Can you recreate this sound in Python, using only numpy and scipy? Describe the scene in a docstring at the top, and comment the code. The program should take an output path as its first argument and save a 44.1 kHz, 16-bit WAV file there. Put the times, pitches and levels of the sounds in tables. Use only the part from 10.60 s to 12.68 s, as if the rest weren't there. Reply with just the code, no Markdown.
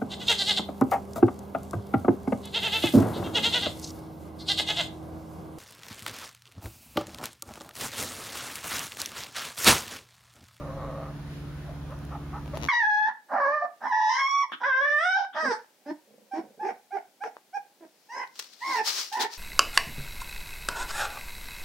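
"""In a small plywood coop a hen draws out one soft, rasping call, then gives five quiet clucks that grow louder:
uneven pulses and puffs of noise ring in throat resonances. Outside, a motor hums as wavering shaft orders, with
a fluttering high sine whine above it; another bird, a glided band of noise, calls once, faintly. Shaped noise makes
the air and the rustling litter; filtered clicks make the ticks, the knocks on the camera body and, at the end,
a creak close to the microphone as the camera is turned."""
import sys
import numpy as np
from scipy import signal
from scipy.fft import rfft, irfft
from scipy.io import wavfile
from scipy.ndimage import uniform_filter1d

SR = 44100
rng = np.random.default_rng(int(sys.argv[2]) if len(sys.argv) > 2 else 0)


def generate_wav(sig):
    """Save sig (samples, or channels by samples) to the path in sys.argv[1] as 16-bit PCM at SR."""
    pcm = np.round(np.clip(np.atleast_2d(sig).T, -1, 1) * 32767).astype(np.int16)
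    wavfile.write(sys.argv[1], SR, pcm)


N = 91948

# long call: pulse rate, its relative jitter, and share of puffed noise
CALL_PULSE_HZ, CALL_JITTER, CALL_AIR = 132.7, .2, .24
UPPER_WIDTH_HZ, UPPER_DB, RASP_DB = 210, -1.5, -2
TONE_OCTAVE_DB, TONE_JITTER = -9.5, .04
# clucks: jitter at full hoarseness, then total rise of low resonance and pulse rate as shares
CLUCK_JITTER, CLUCK_RISE, CLUCK_GLIDE = .27, .28, .14
CLUCK_ATTACK_S, CLUCK_RELEASE_S, LOW_WIDTH_HZ, HIGH_WIDTH_HZ = .014, .022, 220, 300
CHEST_HZ, CHEST_WIDTH_HZ, CHEST_DB = 400, 120, -16
BEAK_HZ, BEAK_WIDTH_HZ, BEAK_DB = 1700, 350, -18
# reverberation relative to the direct sound
HEN_ROOM_DB, CLICK_ROOM_DB = -7.5, -11
CASE_T60_S, CASE_DB = .012, -6
# handling and litter: overall gains, and left level over right
SLIP_DB, SLIP_PAN_DB, SLIP_LEAD_S = -2, 8, .00023
KNOCK_DB, KNOCK_PAN_DB = -5, .6
TICK_DB, TICK_PAN_DB = -26, -1.5
SHAFT_HZ, MOTOR_DRIFT, MOTOR_WAVER_DB = 17.83, .0027, -.08
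WHINE_HZ, WHINE_DB, FLUTTER_HZ, FLUTTER_DEPTH = 8799, -76.5, 24, .85
# faint bird: the glide is the total rise as a share of its pitch
FAR_START_S, FAR_LENGTH_S, FAR_HZ, FAR_GLIDE, FAR_DB, FAR_WIDTH_HZ = .895, .125, 1540, .07, -60.5, 150
AIR_DB, AIR_PATCH_DB = -44.5, 1.5
NOTCH_HZ, NOTCH_WIDTH_HZ, EDGE_HZ = 8237, 327, 15950


def amp(db):
    """Decibels to gain."""
    return 10 ** (np.asarray(db) / 20)


def unit(x):
    """Scales to rms 1."""
    return x / np.sqrt(np.mean(x ** 2) + 1e-20)


def curve(rows, t, axis=1):
    """Reads one column of a table over time."""
    rows = np.array(rows)
    return np.interp(t, rows[:, 0], rows[:, axis])


def spectrum(rows, hz):
    """Reads a table over log frequency."""
    f, value = np.transpose(rows)
    return np.interp(np.log(hz + 1), np.log(f), value)


def add(mix, s, sound):
    """Mixes a sound in at time s."""
    part = mix[max(round(s * SR), 0):][:len(sound)]
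    part += sound[:len(part)]


def wander(size, hz):
    """Slow random motion: noise of rms 1 over the whole scene, low-passed near hz, cut to size."""
    f = np.fft.rfftfreq(N, 1 / SR)
    return unit(irfft(rfft(rng.standard_normal(N)) * np.exp(-(f / hz) ** 2), N))[:size]


def resonate(x, hz, width):
    """A steep resonance of gain 1 that may glide: shift its centre to 0 Hz, low-pass, shift back."""
    turn = np.exp(2j * np.pi * np.cumsum(hz * np.ones(len(x))) / SR)
    r = np.exp(-np.pi * width / SR)
    smooth = signal.lfilter([(1 - r) ** 2], [1, -2 * r, r * r], x / turn)
    return 2 * (turn * smooth).real


def syrinx(pulse_hz, jitter, air):
    """The voice source: pulses of uneven timing and strength, each with a fading puff of noise."""
    size = len(pulse_hz)
    turns = np.cumsum(pulse_hz * (1 + jitter * wander(size, 90))) / SR
    pulses = np.diff(np.floor(turns), prepend=0) * amp(2.6 * wander(size, 225))
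    puffs = np.exp(-(turns % 1) / 1.35) * rng.standard_normal(size)
    return (1 - air) * unit(pulses - pulses.mean()) + air * unit(puffs)


def long_call():
    """A rasp through the throat resonances, with a wavering tone and its octave inside it."""
    # the rasp: t/s, level/dB before RASP_DB, upper resonance f/Hz, middle resonances' level/dB
    rasp_shape = [(0, -47.5, 1200, -6), (.05, -43.5, 1175, 1), (.11, -43, 1095, -1), (.145, -43, 1160, 8),
                  (.17, -43, 1180, 5), (.235, -37, 1104, -0.5), (.26, -42, 1120, -6),
                  (.3, -38.5, 1140, 4.5), (.335, -42.5, 1121, 3.5), (.36, -42, 1141, -2),
                  (.42, -38.5, 1191, 5.5), (.465, -42.5, 1201, -5), (.512, -44.5, 1200, 14),
                  (.535, -82, 1221, 9)]
    # the whistled tone: t/s, f/Hz, level/dB
    whistle = [(0, 581.7, -43), (.05, 571.7, -47), (.08, 532.4, -42.5), (.115, 538, -45.5),
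               (.145, 554, -55), (.175, 530.6, -39), (.2, 537.3, -52), (.235, 553.5, -47),
               (.32, 533.2, -46), (.335, 540.3, -47), (.365, 544, -45.5), (.425, 542.5, -46),
               (.46, 548.7, -56), (.53, 555, -65)]
    # fixed outer resonances of the throat: f/Hz, width/Hz, level/dB
    outer = [(535, 132, -3.5), (1750, 380, -18.5), (2123, 100, -20.5), (3840, 390, -29)]
    # middle resonances of the throat: f/Hz, width/Hz, level/dB before their change over time
    middle = [(660, 70, 3), (750, 80, -3), (875, 70, -7)]
    t = np.arange(0, rasp_shape[-1][0], 1 / SR)
    drive = syrinx(CALL_PULSE_HZ * np.ones(len(t)), CALL_JITTER, CALL_AIR)
    rasp = sum(amp(db) * resonate(drive, hz, width) for hz, width, db in outer)
    middle_voice = sum(amp(db) * resonate(drive, hz, width) for hz, width, db in middle)
    rasp = rasp + amp(curve(rasp_shape, t, axis=3)) * middle_voice
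    rasp = rasp + amp(UPPER_DB) * resonate(drive, curve(rasp_shape, t, axis=2), UPPER_WIDTH_HZ)
    # even out the loudness before the table shapes it
    rasp = rasp / np.sqrt(uniform_filter1d(rasp ** 2, size=1500) + 1e-12)
    tone_hz = curve(whistle, t) * (1 + TONE_JITTER * wander(len(t), 114))
    phase = 2 * np.pi * np.cumsum(tone_hz) / SR
    tone = unit(np.sin(phase) + amp(TONE_OCTAVE_DB) * np.sin(2 * phase))
    return rasp * amp(curve(rasp_shape, t) + RASP_DB) + tone * amp(curve(whistle, t, axis=2))


def cluck(length, db, pulse_hz, low_hz, high_hz, high_db, hoarse):
    """A short hoarse note whose pitch and low resonance rise as the throat opens."""
    t = np.arange(0, length, 1 / SR)
    opening = t / length - .5
    drive = syrinx(pulse_hz * (1 + CLUCK_GLIDE * opening), CLUCK_JITTER * hoarse, hoarse)
    throat = [(CHEST_HZ, CHEST_WIDTH_HZ, CHEST_DB),
              (low_hz * (1 + CLUCK_RISE * opening), LOW_WIDTH_HZ, 0),
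              (high_hz, HIGH_WIDTH_HZ, high_db),
              (BEAK_HZ, BEAK_WIDTH_HZ, BEAK_DB)]
    voice = sum(amp(level) * unit(resonate(drive, hz, width)) for hz, width, level in throat)
    attack = np.minimum(t / CLUCK_ATTACK_S, 1)
    release = np.minimum((length - t) / CLUCK_RELEASE_S, 1)
    return amp(db) * unit(voice) * attack * release


def hen():
    """The long call and the clucks, direct and off the walls of the coop."""
    # clucks: t/s, length/s, level/dB before the fades, mid-note pulse rate f/Hz, mid-note low resonance f/Hz,
    # high resonance f/Hz, its level/dB, hoarseness/0-1
    clucks = [(1.074, .054, -44.5, 333, 660, 1050, -17, .2), (1.289, .063, -44, 280, 620, 1130, -3, .22),
              (1.505, .079, -42, 380, 780, 1180, -1, .4), (1.726, .074, -39, 408, 880, 1190, 0, .4),
              (1.926, .048, -34.5, 322, 650, 1130, -8, .18)]
    voice = np.zeros(N)
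    add(voice, 0, long_call())
    for start, *shape in clucks:
        add(voice, start, cluck(*shape))
    return voice + amp(HEN_ROOM_DB) * coop(voice)


def coop(x):
    """Short reverberation between plywood walls: fading noise, alike in both ears at low pitch."""
    # decay of the coop: f/Hz, time to fall 60 dB/s
    decay_times = [(100, 0.75), (700, 0.25), (3000, 0.06), (12000, 0.24)]
    hz, t, z = signal.stft(rng.standard_normal((2, SR // 3)), SR, nperseg=256)
    fade = amp(-60 * t / spectrum(decay_times, hz)[:, None])
    tail = signal.istft(pair(z, hz) * fade, SR, nperseg=256)[1]
    tail[:, :SR // 500] = 0  # no reflection in the first 2 ms
    return signal.fftconvolve(x[None], tail / np.linalg.norm(tail[0]), axes=1)[:, :N]


def pair(z, hz):
    """Turns two unrelated spectra into a partly alike left and right."""
    # likeness of the two microphone ports: f/Hz, left-right likeness/0-1
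    likeness = [(30, 0.93), (300, 0.72), (1000, 0.73), (2000, 0.44), (4000, 0.083), (15000, 0.12)]
    c = spectrum(likeness, hz)[:, None]
    mid = np.sqrt((1 + c) / 2) * z[0]
    side = np.sqrt((1 - c) / 2) * z[1]
    return np.array([mid + side, mid - side])


def impulse(colour, size=2048):
    """The shortest causal click with a given spectrum (minimum phase)."""
    log_gain = np.log(amp(spectrum(colour, abs(np.fft.fftfreq(size, 1 / SR)))))
    return np.fft.ifft(np.exp(np.conj(signal.hilbert(log_gain)))).real[:size // 2]


def clicks(rows, colour, gain_db, pan_db):
    """Sharp pushes that ring briefly in the camera's case and echo in the coop."""
    train = np.zeros(N)
    for s, db in rows:
        add(train, s, amp(db + gain_db) * impulse(colour))
    t = np.arange(SR // 40) / SR
    case = rng.standard_normal((2, len(t))) * amp(-60 * t / CASE_T60_S) * (1 - np.exp(-t / .00075))
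    case = case / np.linalg.norm(case, axis=1, keepdims=True)
    ring = signal.fftconvolve(train[None], case, axes=1)[:, :N]
    close = (train + amp(CASE_DB) * ring) * amp([[pan_db / 2], [-pan_db / 2]])
    return close + amp(CLICK_ROOM_DB) * coop(train)


def creak():
    """A run of slips, each one filtered click, louder and earlier at the nearer left port."""
    # slips: t/s, level/dB before SLIP_DB
    slips = [(1.9472, -15), (1.9555, -12), (1.9638, -12), (1.9892, -15), (2.0034, -13), (2.0154, -8),
             (2.0254, -3), (2.0338, 1.5), (2.0422, 2), (2.0511, .5), (2.0622, -3), (2.0745, -6)]
    # spectrum of one slip: f/Hz, level/dB
    slip_colour = [(60, -21), (300, 2.5), (900, -1), (1550, -7.5), (2000, -11), (2400, -5), (3900, -7),
                   (5000, -14), (6200, -8), (7500, -20), (9500, -25), (12000, -23), (16000, -40)]
    left, right = clicks(slips, slip_colour, SLIP_DB, SLIP_PAN_DB)
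    t = np.arange(N) / SR
    return np.array([left, np.interp(t - SLIP_LEAD_S, t, right)])


def knocks():
    """Knocks on the camera body, each one filtered click."""
    # knocks: t/s, level/dB before KNOCK_DB
    hits = [(1.8598, -11.5), (1.8784, -11), (1.9728, 0.5)]
    # spectrum of one knock: f/Hz, level/dB
    hit_colour = [(50, -6), (300, 10.5), (950, 9.5), (1600, -8), (3300, -4), (5000, -15), (7500, -19),
                  (11000, -21), (16000, -37)]
    return clicks(hits, hit_colour, KNOCK_DB, KNOCK_PAN_DB)


def ticks():
    """Bright ticks in the litter, each one filtered click."""
    # ticks: t/s, level/dB before TICK_DB
    snaps = [(1.3075, -2.5), (1.3895, -1), (1.4518, 2), (1.9752, 5), (1.9778, 8.5)]
    # spectrum of one tick: f/Hz, level/dB
    snap_colour = [(200, -23), (2500, -14), (4200, -7), (6500, -8), (9000, -5), (11000, -5), (13000, -15),
                   (16000, -25)]
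    return clicks(snaps, snap_colour, TICK_DB, TICK_PAN_DB)


def hum():
    """Sines at multiples of a drifting motor shaft speed, in phase at both ports."""
    # shaft orders: multiple of the shaft speed, level/dB before the swell
    orders = [(3, -50.5), (4, -48), (6, -58.5), (8, -41.5), (9, -47), (12, -54.5), (16, -50.5), (18, -66.5),
              (20, -60.5), (24, -67)]
    # slow swell: t/s, 4th order's level/dB, level/dB of the 12th order and above
    swell = [(0, -2.5, 3), (.7, -6, 0.5), (1.1, 3, -4.5), (1.35, 3.5, -1.5), (1.7, 5, 3), (2.08, 3.5, 1)]
    t = np.arange(N) / SR
    turns = np.cumsum(SHAFT_HZ * (1 + MOTOR_DRIFT * wander(N, 2.53))) / SR
    out = np.zeros(N)
    for order, db in orders:
        level = db + MOTOR_WAVER_DB * wander(N, 4)
        if order == 4:
            level = level + curve(swell, t)
        if order > 10:
            level = level + curve(swell, t, axis=2)
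        out += amp(level) * unit(np.sin(2 * np.pi * (order * turns + rng.random())))
    return out * amp([[-.4], [.4]])  # gains in dB: left -0.4 dB, right +0.4 dB


def whine():
    """A thin high sine whose phase, and so pitch, flutters."""
    t = np.arange(N) / SR
    flutter = np.angle(1 + FLUTTER_DEPTH * np.exp(2j * np.pi * FLUTTER_HZ * t))
    return amp(WHINE_DB) * unit(np.sin(2 * np.pi * WHINE_HZ * t + flutter))


def far_note():
    """A bird farther off: narrow noise that swells, rises a little and fades, heard only as reverberation."""
    t = np.arange(0, FAR_LENGTH_S, 1 / SR)
    share = t / FAR_LENGTH_S
    note = resonate(rng.standard_normal(len(t)), FAR_HZ * (1 + FAR_GLIDE * (share - .5)), FAR_WIDTH_HZ)
    out = np.zeros(N)
    add(out, FAR_START_S, amp(FAR_DB) * unit(note * np.sin(np.pi * share)))
    return coop(out)


def background():
    """Dull outdoor air with faint patches, and the rustle of litter and feathers, both shaped noise."""
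    # spectrum of the air: f/Hz, relative density/dB per Hz
    air_colour = [(15, -14), (30, -9.5), (50, 5.5), (80, 7), (120, -2), (200, -4.5), (280, -1.5),
                  (400, -10), (600, -8.5), (900, -11.5), (1500, -14), (2200, -21.5), (4000, -26.5),
                  (7000, -31.5), (10000, -34.5), (16000, -38.5)]
    # swell of the air: t/s, level/dB relative to AIR_DB
    air_swell = [(0, 1), (.6, -0.5), (1, -0.5), (1.4, 0), (1.8, 1), (2.08, 3.5)]
    # rustle: t/s, level/dB
    rustle_level = [(0, -80), (.66, -61), (.74, -54), (.84, -59.5), (.95, -61), (1.03, -58.5), (1.15, -64),
                    (1.31, -64), (1.6, -76), (1.9, -75), (1.97, -51.5), (2.08, -74)]
    # spectrum of the rustle: f/Hz, relative level/dB
    rustle_colour = [(100, -23), (1500, 17), (4000, 14), (7000, 4), (11000, 5), (16000, -6)]
    hz, _, z = signal.stft(rng.standard_normal((4, N)), SR, nperseg=2048)
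    # smoothing over frequency, then time, leaves broad patches
    patches = uniform_filter1d(rng.standard_normal(z.shape[1:]), size=14, axis=0)
    patches = unit(uniform_filter1d(patches, size=5, axis=1))
    air = pair(z[:2], hz) * amp(spectrum(air_colour, hz)[:, None] + AIR_PATCH_DB * patches)
    rustle = z[2:] * amp(spectrum(rustle_colour, hz))[:, None]
    air = unit(signal.istft(air, nperseg=2048)[1][:, :N])
    rustle = unit(signal.istft(rustle, nperseg=2048)[1][:, :N])
    t = np.arange(N) / SR
    return amp(AIR_DB + curve(air_swell, t)) * air + amp(curve(rustle_level, t)) * rustle


def notch(x):
    """The microphone is deaf in one narrow treble band."""
    hz = np.fft.rfftfreq(N, 1 / SR)
    offset = ((hz - NOTCH_HZ) / NOTCH_WIDTH_HZ) ** 2
    return irfft(rfft(x) * (offset / (1 + offset)) ** 2, N)


def scene():
    """All sources at the two microphone ports; the whine alone is added past the notch."""
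    handling = creak() + knocks() + ticks()
    return notch(hen() + handling + hum() + far_note() + background()) + whine()


def record(dry):
    """The recorder's band limit: a steep low-pass."""
    lowpass = signal.firwin(511, EDGE_HZ, window=("kaiser", 9), fs=SR)
    return signal.oaconvolve(dry, lowpass[None], "same")


dry = scene()
out = record(dry)
generate_wav(out)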